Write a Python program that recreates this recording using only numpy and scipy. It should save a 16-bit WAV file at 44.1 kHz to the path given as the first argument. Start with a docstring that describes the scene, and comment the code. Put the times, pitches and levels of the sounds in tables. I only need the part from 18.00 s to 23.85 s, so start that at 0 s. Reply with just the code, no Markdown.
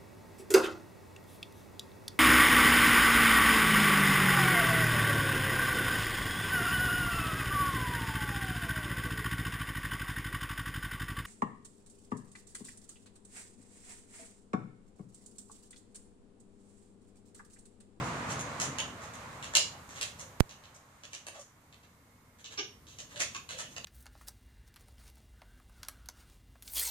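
"""At the edge of a concrete yard, a dog noses and paws a hollow plastic ball under a porch roof.
Bursts of impulses ring the ball's shell as clicks and drags; shaped grit makes the scuffs; it judders and squeaks once.
Hard echoes and a short diffuse tail follow the contacts, while a vehicle, shaped noise, recedes.
Far streets, a low hum, a thin whine and hiss lie behind; something ticks once at the right microphone."""
import sys
import numpy as np
from scipy import signal
from scipy.fft import rfft, irfft, next_fast_len
from scipy.io import wavfile
from scipy.ndimage import map_coordinates

SR = 44100
rng = np.random.default_rng(int(sys.argv[2]) if len(sys.argv) > 2 else 0)


def put_to_file(sound):
    """Save the sound as 16-bit audio at rate SR, in the file named by the first command-line argument."""
    columns = np.atleast_2d(sound).T  # one column per channel
    safe = np.clip(columns, -1, 1)
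    whole_steps = np.round(safe * 32767)
    wavfile.write(sys.argv[1], SR, whole_steps.astype(np.int16))


N = 257984
TIME = np.arange(N) / SR  # seconds through the scene
T = np.arange(SR // 2) / SR  # seconds within one event

# spectrum of low traffic rumble: f/Hz, relative density/dB per Hz
RUMBLE = [(20, -31), (40, -20), (65, -6.5), (100, -2.5), (137, 3.5), (190, -2.5), (265, -3), (360, -10.5),
          (500, -8), (900, -52)]
# spectrum of tyre roar: f/Hz, relative density/dB per Hz
TYRES = [(200, -20), (400, -11.5), (550, -1.5), (780, -2), (1100, 2), (1500, -3), (2200, -7), (3200, -15.5),
         (6000, -21), (12000, -57)]


def amp(db):
    """Decibels to gain."""
    return 10 ** (np.asarray(db) / 20)


def unit(x):
    """Scale x to rms 1."""
    return x / np.sqrt(np.mean(x ** 2) + 1e-20)


def unit_energy(x):
    """Scale each channel of x to energy 1."""
    return x / np.sqrt(np.sum(x ** 2, axis=-1, keepdims=True) + 1e-20)


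def along(points, hz):
    """Read a curve of (Hz, value) points on a log frequency axis."""
    f, value = np.transpose(points)
    return np.interp(np.log(hz + 1), np.log(f + 1), value)


def wobble(rate):
    """A smooth random curve with rate knots a second."""
    knots = rng.standard_normal(int(N * rate / SR) + 4)
    return map_coordinates(knots, [np.arange(N) * rate / SR])


def filtered(x, response):
    """Multiply the spectrum of x by a complex response of frequency."""
    n = x.shape[-1]
    padded = next_fast_len(n + SR // 4)
    hz = np.fft.rfftfreq(padded, 1 / SR)
    return irfft(rfft(x, padded) * response(hz), padded)[..., :n]


def resonate(x, modes):
    """Pass x through parallel resonances, each (Hz, width in Hz, dB)."""
    def response(f):
        return sum(amp(db) * 1j * f * w / (c * c - f * f + 1j * f * w) for c, w, db in modes)
    return filtered(x, response)


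def causal(gain):
    """The causal, minimum-phase impulse response with this gain over frequency."""
    cepstrum = irfft(np.log(gain + 1e-9))
    fold = 1 + np.sign(len(cepstrum) // 2 - np.arange(len(cepstrum)))
    fold[0] = 1
    return irfft(np.exp(rfft(cepstrum * fold)))


def add(track, s, sound):
    """Mix a sound into the track at time s."""
    part = track[:, max(round(s * SR), 0):][:, :sound.shape[-1]]
    part += sound[:, :part.shape[-1]]


def diffuse(count):
    """Stereo noise from all around: alike in the bass, unrelated in the treble."""
    # left-right likeness: f/Hz, correlation
    likeness = [(60, 0.94), (130, 0.98), (290, 0.89), (640, 0.77), (1400, 0.082), (15000, 0)]

    def mid_and_side(hz):
        turn = np.arccos(np.clip(along(likeness, hz), -1, 1)) / 2
        return np.array([np.cos(turn), np.sin(turn)])
    mid, side = filtered(rng.standard_normal((2, count)), mid_and_side)
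    return np.array([mid + side, mid - side])


def rush(spectrum):
    """Diffuse stereo noise of rms 1 with this spectrum."""
    return unit(filtered(diffuse(N), lambda hz: amp(along(spectrum, hz))))


def yard(x, tail_db=4.5, build=0.0031, lead=.00025):
    """Sound reaches the left side first (lead in s), then come hard echoes and a tail that builds in s."""
    # decay of the tail: f/Hz, t60/s
    decay_times = [(200, 0.56), (1000, 0.23), (3000, 0.33), (7000, 0.31), (13000, 0.2)]
    # post, roof, roof again: delay/s, level/dB
    echoes = [(.0098, -21.5), (0.017, 0), (.0335, -17.5)]
    hz, t, z = signal.stft(diffuse(len(T)), SR, nperseg=256)
    decay = amp(-60 * t / along(decay_times, hz)[:, None])
    tail = signal.istft(z * decay, SR, nperseg=256)[1][:, :len(T)]
    paths = amp(tail_db) * unit_energy(tail * (1 - np.exp(-T / build)))
    for delay, db in [(0, 0.006)] + echoes:  # the direct sound comes first
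        paths[0, round(delay * SR)] += amp(db)
        paths[1, round((delay + lead) * SR)] += amp(db)
    return signal.fftconvolve(x[None], unit_energy(paths), axes=1)


def grit(rate, spread_db):
    """Tiny slips of random sign and uneven size, on average rate a second."""
    slips = rng.random(len(T)) < rate / SR
    signs = rng.choice([-1, 1], len(T))
    return slips * signs * amp(spread_db * np.clip(rng.standard_normal(len(T)), -2, 2))


def swell(length):
    """A stroke that rises, peaks at half its length and dies."""
    u = 2 * T / max(length, .004)
    return u ** 2 * np.exp(1 - u ** 2)


def ball(force, body_db, upper_db, snap_db, size=2048):
    """A force rings the ball; body, upper shell and snap are weighed against its lower shell modes."""
    # the ball's wall as a whole: f/Hz, relative level/dB
    body = [(150, -23), (330, -11), (480, -4), (600, 1), (800, -7), (1110, 2.5), (1400, -2), (1750, 3.5),
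            (2200, -2.5), (2800, -26), (5000, -46.5)]
    # lower shell modes: f/Hz, relative level/dB
    lower_shell = [(500, -46.5), (1900, -12), (2350, -5), (2620, 3), (2980, 3), (3550, 1), (4000, 1),
                   (4700, -5.5), (5500, -10.5), (8000, -49.5)]
    # upper shell modes: f/Hz, relative level/dB
    upper_shell = [(2500, -55.5), (4200, -12), (5050, -3), (6000, 6), (6900, 7.5), (7800, -3), (9000, -17),
                   (14000, -52)]
    # the contact point: f/Hz, relative level/dB
    snap = [(3000, -50.5), (6500, -12.5), (8100, 1.5), (9500, -0.5), (11000, -7.5), (12500, -18),
            (15000, -14.5)]
    hz = np.fft.rfftfreq(size, 1 / SR)
    parts = [(body, body_db), (lower_shell, 0), (upper_shell, upper_db), (snap, snap_db)]
    power = sum((amp(db) * unit_energy(amp(along(spectrum, hz)))) ** 2 for spectrum, db in parts)
    ringing = signal.fftconvolve(force, causal(np.sqrt(power)))
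    return unit_energy(ringing[:len(T)])


def self_noise(db=-78.5):
    """The even hiss of the microphones: white noise, unrelated left and right."""
    return amp(db) * rng.standard_normal((2, N))


def town(rumble_db=-1, tyre_db=-7, air_db=-68, hum_hz=98, hum_db=-73):
    """Far traffic noise swells and ebbs over a low, wavering sine hum and the hiss of open air."""
    # deep rumble of the town: f/Hz, relative density/dB per Hz
    deep_rumble = [(15, -16), (30, -11.5), (55, -0.5), (95, 4.5), (160, -10.5), (400, -24.5)]
    # swell of the traffic: t/s, relative level/dB
    traffic_level = [(0, -65), (1.4, -60), (2.2, -58), (2.8, -67.5), (4.3, -65.5), (5.1, -60.5),
                     (5.85, -59)]
    # far streets and open air: f/Hz, relative density/dB per Hz
    open_air = [(150, -14), (262, -6), (330, -17), (800, -16), (980, -11), (1600, -18.5), (2170, -15.5),
                (2600, -30), (5000, -36), (7000, -30.5), (15000, -39)]
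    streets = rush(deep_rumble) + amp(rumble_db) * rush(RUMBLE) + amp(tyre_db) * rush(TYRES)
    swelling = amp(np.interp(TIME, *np.transpose(traffic_level)))
    waver = amp(3 * wobble(13))
    phase = 2 * np.pi * hum_hz * TIME + 0.99 * wobble(10)
    hum = amp(hum_db) * waver * np.sqrt(2) * np.sin(phase)
    return swelling * streets + hum + amp(air_db) * rush(open_air)


def whine(waver=0.0039):
    """A faint, thin whine drifts in from afar for about half a second: one sine of unsteady pitch."""
    # path of the whine: t/s, f/Hz before the waver, level/dB
    glide = [(3.85, 2170, -95), (4.02, 2130, -78), (4.2, 2206, -77.5), (4.37, 2120, -77), (4.45, 2110, -95)]
    s, pitch, db = np.transpose(glide)
    phase = 2 * np.pi * np.cumsum(np.interp(TIME, s, pitch) * (1 + waver * wobble(40))) / SR
    sounding = (TIME > s[0]) * (TIME < s[-1])
    return amp(np.interp(TIME, s, db)) * sounding * np.sin(phase)


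def vehicle(surge_db=1.1):
    """A vehicle recedes: rumble, tyre roar and hiss fade at steady rates, drift together and surge apart."""
    # rumble, tyres and hiss in turn: starting level/dB before drift and surge, fade/dB per s
    fades = [(-39.5, 11), (-37.5, 9), (-52.5, 6.5)]
    # spectrum of the hiss: f/Hz, relative density/dB per Hz
    hiss = [(1200, -7), (2600, 0.5), (4000, 5), (5000, -4), (6800, 9.5), (9000, 2.5), (12000, -12),
            (15000, -16.5)]
    drift_db = .5 * wobble(4)
    out = np.zeros((2, N))
    for (db, fade), spectrum in zip(fades, [RUMBLE, TYRES, hiss]):
        level_db = db - fade * TIME + drift_db + surge_db * wobble(14)
        out += amp(level_db) * rush(spectrum)
    return out


def microphone_tick(s=2.4056, db=1.0, swing_hz=80, settle=.0029, brush_db=-29, brush=0.0049,
                    creep_db=-35, creep=0.012):
    """A light brush, then a pressure step on the right port that swings back through the bass cut and creeps to rest."""
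    out = np.zeros((2, N))
    # settle, brush and creep are times in s
    step = np.exp(-T / settle) * np.cos(2 * np.pi * swing_hz * T + 0.84) / np.cos(.55)
    recovery = amp(creep_db) * (T / creep) ** 2 * np.exp(2 - 2 * T / creep)
    scrape = resonate(rng.standard_normal(len(T)) * (T < brush), [(3500, 6500, 0)])
    add(out[1:], s, (amp(db) * step + recovery)[None])
    add(out[1:], s - brush, amp(brush_db) * scrape[None])
    return out


def squeak(level_db=-2, octave_db=-8, waver=0.0594, flutter_db=2.5):
    """A wet nose rubs the plastic into one low, unsteady squeak: a wavering tone and its octave."""
    # path of the squeak: t/s, f/Hz before the waver, relative level/dB
    glide = [(3.334, 584, -59), (3.365, 610, -49), (3.405, 591, -50), (3.43, 560, -61)]
    s, pitch, db = np.transpose(glide)
    phase = 2 * np.pi * np.cumsum(np.interp(TIME, s, pitch) * (1 + waver * wobble(150))) / SR
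    sounding = (TIME > s[0]) * (TIME < s[-1])
    level = amp(np.interp(TIME, s, db) + level_db + flutter_db * wobble(120)) * sounding
    return level * (np.sin(phase) + amp(octave_db) * np.sin(2 * phase))


def rubbed_notes(level_db=31, width=0.183):
    """A rub or knock draws a short note from the wall: grit through one resonance twice, width relative to pitch."""
    # short notes of the ball: t/s, f/Hz, relative level/dB, length/s
    notes = [(0.784, 2880, -36.5, 0.013), (1.556, 597, -45, 0.026), (1.560, 5070, -31, 0.013),
             (1.725, 760, -55, .022), (2.215, 511, -55, 0.019), (2.515, 3020, -62, 0.022),
             (3.337, 747, -56, .04), (4.972, 617, -61, 0.044), (5.130, 600, -52.5, 0.04),
             (5.199, 1950, -40, .018), (5.346, 1100, -45.5, .003), (5.348, 2550, -46.5, .003),
             (5.524, 523, -55, .038), (5.638, 3000, -52.5, .017)]
    out = np.zeros((2, N))
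    for s, hz, db, length in notes:
        wall = [(hz, width * hz, 0)]
        rub = grit(rate=7200, spread_db=4.0) * swell(length)
        note = resonate(resonate(rub, wall), wall)
        add(out, s, amp(db + level_db) * yard(unit_energy(note)))
    return out


def scuffs(level_db=35, coarse=0.95, body_db=1, snap_db=-6):
    """Paws and ball scuff over grit and grass: dense fine slips hiss, sparse coarse ones crunch."""
    # strokes: t/s, relative level/dB, brightness against the lower shell/dB, length/s
    strokes = [(0.021, -53, 13, .053), (0.274, -42, 4.5, 0.058), (0.384, -44, 8.5, 0.025),
               (0.999, -53, 4, 0.058), (1.13, -53, 5, 0.018), (1.93, -47.5, -1, 0.074),
               (2.173, -47.5, 7, .049), (2.741, -60, 10, .014), (3.106, -59.5, 2, 0.029),
               (3.321, -55, -1, 0.061), (3.385, -54.5, 14, 0.029), (3.826, -66.5, -5, 0.015),
               (4.38, -61.5, 0.5, 0.031), (4.498, -55.5, -2, 0.03), (5.078, -55, 0, 0.085),
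               (5.186, -38, 2, 0.033), (5.29, -59, 1, 0.063), (5.568, -41.5, 2, 0.049),
               (5.679, -58, 5, .07)]
    out = np.zeros((2, N))
    for s, db, bright, length in strokes:
        fine_sand = unit(grit(rate=3000, spread_db=1.5))
        crunch = coarse * unit(grit(rate=220, spread_db=5.0))
        force = (fine_sand + crunch) * swell(length)
        add(out, s, amp(db + level_db) * yard(ball(force, body_db, bright, bright + snap_db)))
    return out


def judder(s=4.5750, db=-2.5, slip_hz=415, length=0.018, jitter=.11, rough=2.0, squeal_db=-3.5,
           octave_db=-1.0, waver=0.032):
    """The pinned ball sticks and slips: uneven pulses ring the shell in a creak with a falling squeal."""
    # resonances of the juddering shell: f/Hz, width/Hz, relative level/dB
    creak_modes = [(423, 120, -3), (840, 160, -7), (1220, 140, -4), (1650, 220, -4), (2110, 220, -2),
                   (2420, 100, -3.5), (2810, 170, 1), (3530, 180, -12), (3830, 200, -13), (4470, 400, -8.5),
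                   (5150, 200, -3.5), (5520, 140, 3), (5820, 100, -6)]
    # the rim slipping: t into the judder/s, f/Hz before the waver, relative level/dB
    rim_slip = [(0, 4153, -5), (.009, 3545, 1.5), (.018, 3043, 1), (0.024, 2850, -2), (.034, 2720, -32)]
    out = np.zeros((2, N))
    turns = np.cumsum(slip_hz * (1 + jitter * wobble(300)[:len(T)])) / SR
    slips = np.diff(np.floor(turns), prepend=-1)  # one pulse at each whole turn
    gate = np.exp(-(T / length) ** 6)
    force = unit_energy(slips * gate) + rough * unit_energy(grit(rate=5600, spread_db=6) * gate)
    times, pitch, level = np.transpose(rim_slip)
    phase = 2 * np.pi * np.cumsum(np.interp(T, times, pitch) * (1 + waver * wobble(916)[:len(T)])) / SR
    tone = np.sin(phase) + amp(octave_db) * np.sin(2 * phase)
    squeal = amp(np.interp(T, times, level)) * (T < times[-1]) * tone
    creak = unit_energy(resonate(force, creak_modes)) + amp(squeal_db) * unit_energy(squeal)
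    # the soft paw damps everything above the upper shell modes
    muffled = filtered(creak, lambda hz: 1 / (1 + (hz / 6700) ** 14))
    add(out, s, amp(db) * yard(muffled))
    return out


def clicks(level_db=35, crack=0.0016, chatter=0.64, touch=.003, touch_db=-14, coarse=0.55):
    """Tooth, claw or stone grazes the ball and strikes; it chatters briefly, then drags over sand and grit."""
    # contacts: t/s, relative level/dB, then body, upper shell and snap against the lower shell/dB, drag length/s
    contacts = [(0.6006, -34, -1, 7, -1, 0.044), (0.7855, -37.5, 1.5, 2.5, -3.5, .007),
                (1.427, -45, -1, .5, -8, .038), (1.538, -41.5, 7.5, 5, -7, .008),
                (1.553, -23.5, -15.5, -1.5, -9, 0.0097), (1.8918, -52.5, 2.5, 5, -7, 0.055),
                (2.0127, -36.5, -7, -1.5, -5, 0.019), (2.494, -54, -2.5, .5, -7.5, .026),
                (2.6386, -60, -11, -3.5, -20, 0.018), (3.0362, -52.5, -3, -2, -12, 0.011),
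                (3.1331, -46, -8, 2.5, -10, 0.017), (3.2684, -47, -4, -4, -5.5, 0.0049),
                (3.7268, -62, -3, -8, -13, .007), (4.444, -49.5, -12, -4, -25, 0.032),
                (4.524, -55, -5, 3, -14, .007), (4.8688, -55.5, -10, 0, -12, 0.079),
                (4.987, -47.5, -6, 4.5, -10.5, .026), (5.16, -46.5, -5.5, -5, -11, .036),
                (5.204, -34.5, -6, 0, -7.5, 0.011), (5.3481, -45, 1.5, 0.5, -9.5, 0.0042),
                (5.491, -43, -4.5, -3, -10.5, 0.053), (5.765, -45.5, -2, -3.5, -17, 0.0072),
                (5.8445, -43.5, -7, -3, -9, 0.01)]
    equal_drag_s, drag_db_per_decade = .04, 17  # a drag this long matches its blow; shorter ones are weaker
    out = np.zeros((2, N))
    for s, db, body, upper, snap, length in contacts:
        length = max(length, .003)
        rattle = grit(rate=15000, spread_db=6.0) * np.exp(-T / crack)  # crack: decay in s
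        blow = (T == 0) + chatter * unit_energy(rattle)
        ground = unit(grit(rate=5000, spread_db=4.5)) + coarse * unit(grit(rate=270, spread_db=3.5))
        drag_gain = amp(drag_db_per_decade * np.log10(length / equal_drag_s))
        drag = drag_gain * unit_energy(ground * np.exp(-(T / length) ** 2))
        # the graze lasts touch seconds before the blow
        graze = amp(touch_db) * unit_energy(grit(rate=12000, spread_db=4)[:round(touch * SR)])
        force = np.concatenate([graze, unit_energy(blow) + drag])
        add(out, s - touch, amp(db + level_db) * yard(ball(force, body, upper, snap)))
    return out


def scene():
    """The dog's play over the sound of the street, tilted left and right by frequency."""
    # stereo balance: f/Hz, left minus right/dB
    balance = [(200, 0.65), (700, 0.5), (1300, -2.5), (4400, -3.5), (8000, -0.5), (15000, 2)]
    background = town() + whine() + vehicle()
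    play = squeak() + rubbed_notes() + scuffs() + judder() + clicks()

    def sides(hz):
        return amp(np.outer([.5, -.5], along(balance, hz)))
    return filtered(background + play, sides) + microphone_tick() + self_noise()


def record(dry):
    """A very steep low-pass ends the treble at the band limit."""
    top_hz = 14750
    return filtered(dry, lambda hz: 1 / np.sqrt(1 + (hz / top_hz) ** 120))


dry = scene()
out = record(dry)
put_to_file(out)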